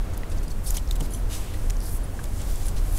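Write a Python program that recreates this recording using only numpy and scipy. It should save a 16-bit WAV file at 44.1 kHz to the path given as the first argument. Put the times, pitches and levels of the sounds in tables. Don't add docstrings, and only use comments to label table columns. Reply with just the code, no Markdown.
import sys
import numpy as np
from scipy import signal
from scipy.fft import rfft, irfft
from scipy.io import wavfile
from scipy.ndimage import uniform_filter1d

SR = 44100
rng = np.random.default_rng(int(sys.argv[2]) if len(sys.argv) > 2 else 0)


def volts(x):
    e = np.asarray(x, float) / 20
    return 10 ** e


def transcribe(u):
    v = np.clip(np.atleast_2d(u).T, -1, 1)
    q = np.round(v * 32767).astype(np.int16)
    wavfile.write(sys.argv[1], SR, q)


N = 131418


def band(x, hz, width):
    hz = min(hz, 0.33 * SR)
    width_hz = np.clip(width * hz, 1, SR / 3)
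    return signal.lfilter(*signal.iirpeak(hz, hz / width_hz, SR), x)


def level(x, rms_db):
    return x * volts(rms_db) / np.sqrt(np.mean(x ** 2))


def add(out, start_s, x):
    i = int(start_s * SR)
    out[i:i + len(x)] += x[:max(N - i, 0)]


def walk(rate_hz):
    hold = int(SR / rate_hz)
    steps = np.repeat(rng.standard_normal(N // hold + 1), hold)
    return 1.27 * uniform_filter1d(uniform_filter1d(steps, hold), hold)[:N]


def coloured(points):
    point_hz, point_db = np.array(points, float).T
    hz = np.arange(N // 2 + 1) * SR / N + 1e-3
    gain = volts(np.interp(np.log(hz), np.log(point_hz), point_db))
    return irfft(rfft(rng.standard_normal(N)) * gain, N)


def strength(points):
    point_s, point_db = np.array(points).T
    return volts(np.interp(np.arange(N) / SR, point_s, point_db))


def grains(chance, per_s, spread_db):
    fires = chance[0] < per_s / SR
    size = volts(-spread_db * np.log(chance[2] + 1e-4))
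    return fires * np.sign(chance[1] - 0.5) * size


def flicker():
    return volts(0.6 * walk(2) + 0.6 * walk(11))


def traffic():
    # pitch_hz, density_db
    spectrum = [(60, -37), (100, -1.5), (690, -15.5), (1550, -23.5), (2600, -30.5), (16000, -46.5)]
    drone = level(band(rng.standard_normal(N), 312.5, 0.061), -56)
    return level(coloured(spectrum), -40) * flicker() + drone


def leaves():
    # pitch_hz, level_db
    spectrum = [(500, -16), (2000, -3.5), (4000, -5), (10000, 1.5), (16000, -2)]
    # time_s, level_db
    breeze = [(0, -1), (.6, 0.5), (.85, 1), (1.22, 1.5), (1.6, 3), (2.05, 2.5), (2.3, 4.5), (2.7, 5),
              (2.98, 9.5)]
    return level(coloured(spectrum), -52.5) * strength(breeze) * flicker()


def wind():
    # pitch_hz, level_db
    spectrum = [(10, -3), (22, -1), (36, 4), (52, -7), (70, -9.5), (92, -7), (120, -25), (500, -56)]
    # time_s, level_db
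    gusts = [(0, -23.5), (.29, -25.5), (.33, -21.5), (.47, -28.5), (.57, -25), (.75, -22), (1.25, -25),
             (1.6, -22.5), (1.85, -26), (1.95, -24), (2.08, -27), (2.33, -26.5), (2.46, -21), (2.55, -24.5),
             (2.85, -22), (2.98, -24.5)]
    return level(coloured(spectrum), 0) * strength(gusts)


def clip():
    # start_s, peak_db
    jingles = [
        (1.107, -31.5),
        (1.1193, -31),
        (1.1353, -25),
        (1.1468, -24.5),
        (1.155, -39),
        (1.171, -37),
        (1.1894, -40),
    ]
    # pitch_hz, level_db, t60_s
    modes = [(6150, -16, 0.06), (7500, -13, 0.021), (9200, -10, .015), (9900, 2, 0.022),
             (10280, -1.5, 0.04), (11300, -15, .012)]
    out, t = np.zeros(N), np.arange(5000) / SR
    for start_s, peak_db in jingles:
        noise = rng.standard_normal(len(t))
        rattle = noise * np.exp(-t / 0.0047)
        y = np.zeros(len(t))
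        for (hz, mode_db, t60_s), vary in zip(modes, rng.standard_normal(len(modes))):
            width = np.log(1000) / (np.pi * t60_s * hz)
            ring = band(rattle, hz * (1 + 0.0036 * vary), width)
            y += volts(mode_db + 1.5 * vary) * np.sqrt(t60_s) * ring
        add(out, start_s, y * volts(peak_db - 3) / np.abs(y).max())
    return out


def knocks():
    # start_s, peak_db, ring_hz, t60_s
    pushes = [(.2335, -30.5, 2000, .02), (.234, -38, 4100, 0.0093), (0.39, -39.5, 2020, 0.017),
              (.769, -34, 900, 0.027), (.769, -35, 670, 0.017), (0.59, -41, 1900, 0.013),
              (.234, -32, 580, .02), (0.9, -33.5, 1100, 0.014), (1.005, -33.5, 890, 0.037),
              (1.011, -29.5, 276, 0.15), (1.004, -25, 144, 0.17), (1.124, -40, 3270, 0.013),
              (1.146, -37.5, 3160, 0.023), (1.541, -39.5, 1930, 0.048), (1.702, -39, 1700, 0.027),
              (2.191, -27.5, 1610, 0.021), (2.198, -36, 1100, 0.028), (.512, -41.5, 4400, 0.053),
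              (.479, -38, 4900, .03), (.47, -33.5, 160, 0.25), (.55, -34, 205, 0.16), (1.137, -38, 6030, .11),
              (1.14, -37, 7480, .06), (1.106, -41, 7000, .03), (.771, -30, 6050, 0.026),
              (2.679, -37.5, 1560, 0.039)]
    out, t = np.zeros(N), np.arange(5000) / SR
    for start_s, peak_db, hz, t60_s in pushes:
        noise = rng.standard_normal(len(t))
        rough = band(band(noise, 1.3 * hz, 0.72), 1.3 * hz, 0.8)
        y = np.sin(2 * np.pi * hz * t) + volts(-9.5) * level(rough, 0)
        push = np.minimum(t * hz / 0.92, 1)
        add(out, start_s, y * volts(peak_db - 60 * t / t60_s) * push)
    return out


def brushes():
    # start_s, length_s, rms_db, centre_hz, width_share
    strokes = [(0.134, 0.02, -44.5, 8000, 0.69), (0.294, 0.023, -46.5, 9200, .4),
               (0.309, 0.031, -43.5, 6100, 1.6), (0.36, 0.043, -48, 5100, 0.87),
               (0.426, 0.027, -45, 9000, 1.1), (0.495, 0.038, -45, 7040, 1.6),
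               (0.633, 0.052, -40, 11100, 0.6), (.654, .066, -35, 9000, 1.2),
               (0.656, .035, -37, 11000, .15), (.658, .04, -36, 9200, .15), (.672, .04, -44.5, 5500, .25),
               (.658, .02, -43, 4500, .4), (.68, .14, -49, 900, 1), (2.5, .48, -53, 700, .6),
               (0.7, 0.052, -39.5, 10000, 1.3), (0.735, 0.033, -36, 12200, 0.46),
               (0.737, 0.038, -37, 6100, 1.5), (0.764, 0.042, -40.5, 6700, 1.24),
               (0.91, 0.034, -42.5, 9000, 1.3), (1.009, 0.078, -43.5, 8000, 1.3),
               (1.095, 0.12, -45, 10500, .7), (1.286, 0.14, -37.5, 9200, 0.75),
               (1.291, 0.12, -39.5, 3600, 1.2), (1.351, 0.19, -45.5, 9100, 0.97),
               (1.33, 0.29, -48, 2930, 0.82), (1.448, 0.38, -50, 8800, 0.84),
               (1.8, 0.14, -48.5, 5070, 0.32), (1.801, 0.18, -39.5, 10700, 0.56),
               (1.901, .07, -40, 11800, 0.45), (1.94, 0.053, -39, 11200, 0.55),
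               (2.033, .022, -41, 9900, .12), (.884, .014, -48, 5200, .8), (2.101, 0.27, -52, 8100, 0.69),
               (2.292, 0.27, -46.5, 8400, 0.88), (2.386, 0.061, -46, 3000, 1.4),
               (2.441, 0.19, -41.5, 9400, 1.8), (2.56, 0.18, -44, 7950, 1.5), (2.64, 0.07, -42, 9300, 0.68),
               (2.754, 0.061, -42.5, 4970, 1.45), (2.827, 0.18, -47.5, 10200, 0.58),
               (2.931, 0.11, -36.5, 10300, 0.75)]
    attack_share, patch_width, patch_db = 0.36, 0.07, -10
    out = np.zeros(N)
    rub = grains(rng.random((3, N)), per_s=4200, spread_db=2)
    rub = level(rub, 0) * volts(1.2 * walk(90)) + volts(3) * rng.standard_normal(N)
    swing = volts(4 * walk(41.3))
    for start_s, length_s, rms_db, hz, width in strokes:
        u = np.arange(int(length_s * SR)) / (length_s * SR)
        rise, fall = u / attack_share, (1 - u) / (1 - attack_share)
        shape = np.clip(np.minimum(rise, fall), 0, 1) ** 0.8
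        stroke = np.roll(rub, -int(rng.random() * N))[:len(u)]
        broad = band(band(stroke, hz, width), hz, 1.9 * width)
        patches = np.zeros(len(u))
        for k, place in enumerate(rng.random(6)):
            patch_hz = hz * np.exp(width * (k + place - 3.3) / 4.87)
            patch_swing = np.roll(swing, int(place * N))[:len(u)]
            patches += band(broad, patch_hz, patch_width) * patch_swing
        add(out, start_s, level(level(broad, 0) + level(patches, patch_db), rms_db) * shape)
    return out


def ticks(table, per_s, fade, first, crack_db=-1, overtone_db=-7.5):
    start_delay_s, tail_db, tail_t60_s = 0.0009, -16, 0.025
    ring_width, overtone_ratio = 0.19, 1.41
    crack_band = signal.butter(2, [2000, 13500], "band", fs=SR, output="sos")
    out, t = np.zeros(N), np.arange(3000) / SR
    for start_s, peak_db, hz, skid_s in table:
        chance = rng.random((4, len(t)))
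        skid_s = max(skid_s, 0.0002)
        x = grains(chance, per_s, 1.27) * np.exp(-fade * t / skid_s) / (1 + (t / skid_s) ** 8)
        x[0] += first
        x = x + volts(tail_db) * (chance[3] - 0.5) * volts(-60 * t / tail_t60_s)
        crack = signal.sosfilt(crack_band, x)
        ring = band(band(x, hz, ring_width), hz, 0.44)
        overtone = band(x, overtone_ratio * hz, ring_width)
        rings = ring + volts(overtone_db) * overtone
        crack_gain = volts(crack_db - 0.5 * (peak_db + 17))
        y = crack_gain * level(crack, 0) + level(rings, 0)
        add(out, start_s + start_delay_s, y * volts(peak_db) / np.abs(y).max())
    return out


def grit():
    # start_s, peak_db, ring_hz, skid_s
    scrapes = [(0.2952, -43, 7350, 0.006), (0.4284, -38, 8080, 0.006), (0.7437, -35, 5960, 0.0053),
               (0.999, -34, 8130, 0.004), (1.0574, -32, 11300, 0.0057), (1.5364, -35, 3890, 0.011),
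               (2.253, -34.5, 4940, 0.0059), (2.6557, -29, 10500, 0.0054)]
    return ticks(scrapes, per_s=8950, fade=0.28, first=0.45)


def skids():
    # start_s, peak_db, ring_hz, skid_s
    slides = [(.1695, -38, 7000, 0.0064), (.702, -29, 11000, 0.002), (.772, -22.5, 9050, 0.004),
              (.954, -30, 7700, 0.012), (1.0065, -28.5, 6070, 0.0056), (2.239, -26, 7500, 0.0037),
              (2.689, -28.5, 9000, 0.0038)]
    return ticks(slides, per_s=12000, fade=-0.1, first=0.3)


def pings():
    # start_s, peak_db, ring_hz, skid_s
    spots = [(.384, -35, 6490, 0.0037), (.48, -34, 4900, .003), (.481, -33.5, 8900, 0.0035),
             (.5165, -37, 8000, .004), (.7035, -18, 11300, 0.0045), (.704, -21, 7000, 0.0043),
             (.766, -23, 6100, 0.0026), (.769, -18, 9200, 0.0017), (.7774, -29, 3270, .006),
             (.8748, -35.5, 5540, .0022), (.9094, -22, 3800, .0026), (.9094, -29, 11800, 0.0014),
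             (.9105, -26, 7000, 0.0019), (.954, -31, 9600, 0.0023), (.956, -42, 3620, .007),
             (1.0075, -31, 3300, .005), (1.698, -39, 11600, 0.0022), (1.7666, -32, 6000, .003),
             (1.8025, -30.5, 9100, 0.0032), (1.8025, -35, 5400, .003), (1.812, -38, 5000, .004),
             (1.9326, -34, 12000, .004), (2.6653, -23.5, 10000, .0025), (2.682, -23.5, 9300, .004),
             (2.682, -30, 6740, .004), (2.9244, -30, 11000, .005), (2.9364, -34, 10800, .005),
             (2.948, -29, 10800, 0.0033), (.176, -23, 11900, .002), (2.2344, -33, 10800, .002),
             (2.415, -33, 7600, 0.0056), (2.5571, -27.5, 7900, 0.0016), (2.578, -32, 10500, 0.0018)]
    return ticks(spots, per_s=12000, fade=0.7, first=0.83, crack_db=-18, overtone_db=-22)


def snaps():
    # start_s, peak_db, ring_hz, skid_s
    nails = [
        (.176, -26, 6000, 0.00054),
        (.7063, -21, 11300, 0.00051),
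        (1.0057, -17, 8340, 0.00029),
    ]
    return ticks(nails, per_s=12000, fade=0.7, first=4.6)


def claws():
    # start_s, peak_db, ring_hz, skid_s
    strikes = [
        (0.1346, -34, 4690, 0.002),
        (0.7687, -15.5, 6340, 0.0016),
        (0.9094, -23.5, 7300, 0.0027),
        (1.6979, -24, 5530, 0.0032),
        (1.7035, -21, 6800, 0.0023),
        (2.683, -29, 9000, 0.0019),
        (2.7644, -35, 3150, 0.004),
        (2.948, -34, 6700, 0.0035),
        (2.9744, -23.5, 10600, 0.0028),
    ]
    return ticks(strikes, per_s=12000, fade=0.27, first=1.2)


def scene():
    background = traffic() + leaves() + wind()
    claw_sounds = grit() + skids() + pings() + snaps() + claws()
    return (background + clip() + knocks() + brushes() + claw_sounds)[None]


def top_cut(x):
    return signal.sosfilt(signal.butter(12, 16460, fs=SR, output="sos"), x)


def record(dry):
    mic_hz, top_hz = 13000, 15650
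    x = signal.sosfilt(signal.butter(1, mic_hz, fs=SR, output="sos"), dry)
    mix = signal.sosfilt(signal.ellip(10, 0.2, 70, top_hz, fs=SR, output="sos"), x)
    return top_cut(mix)


dry = scene()
out = record(dry)
transcribe(out)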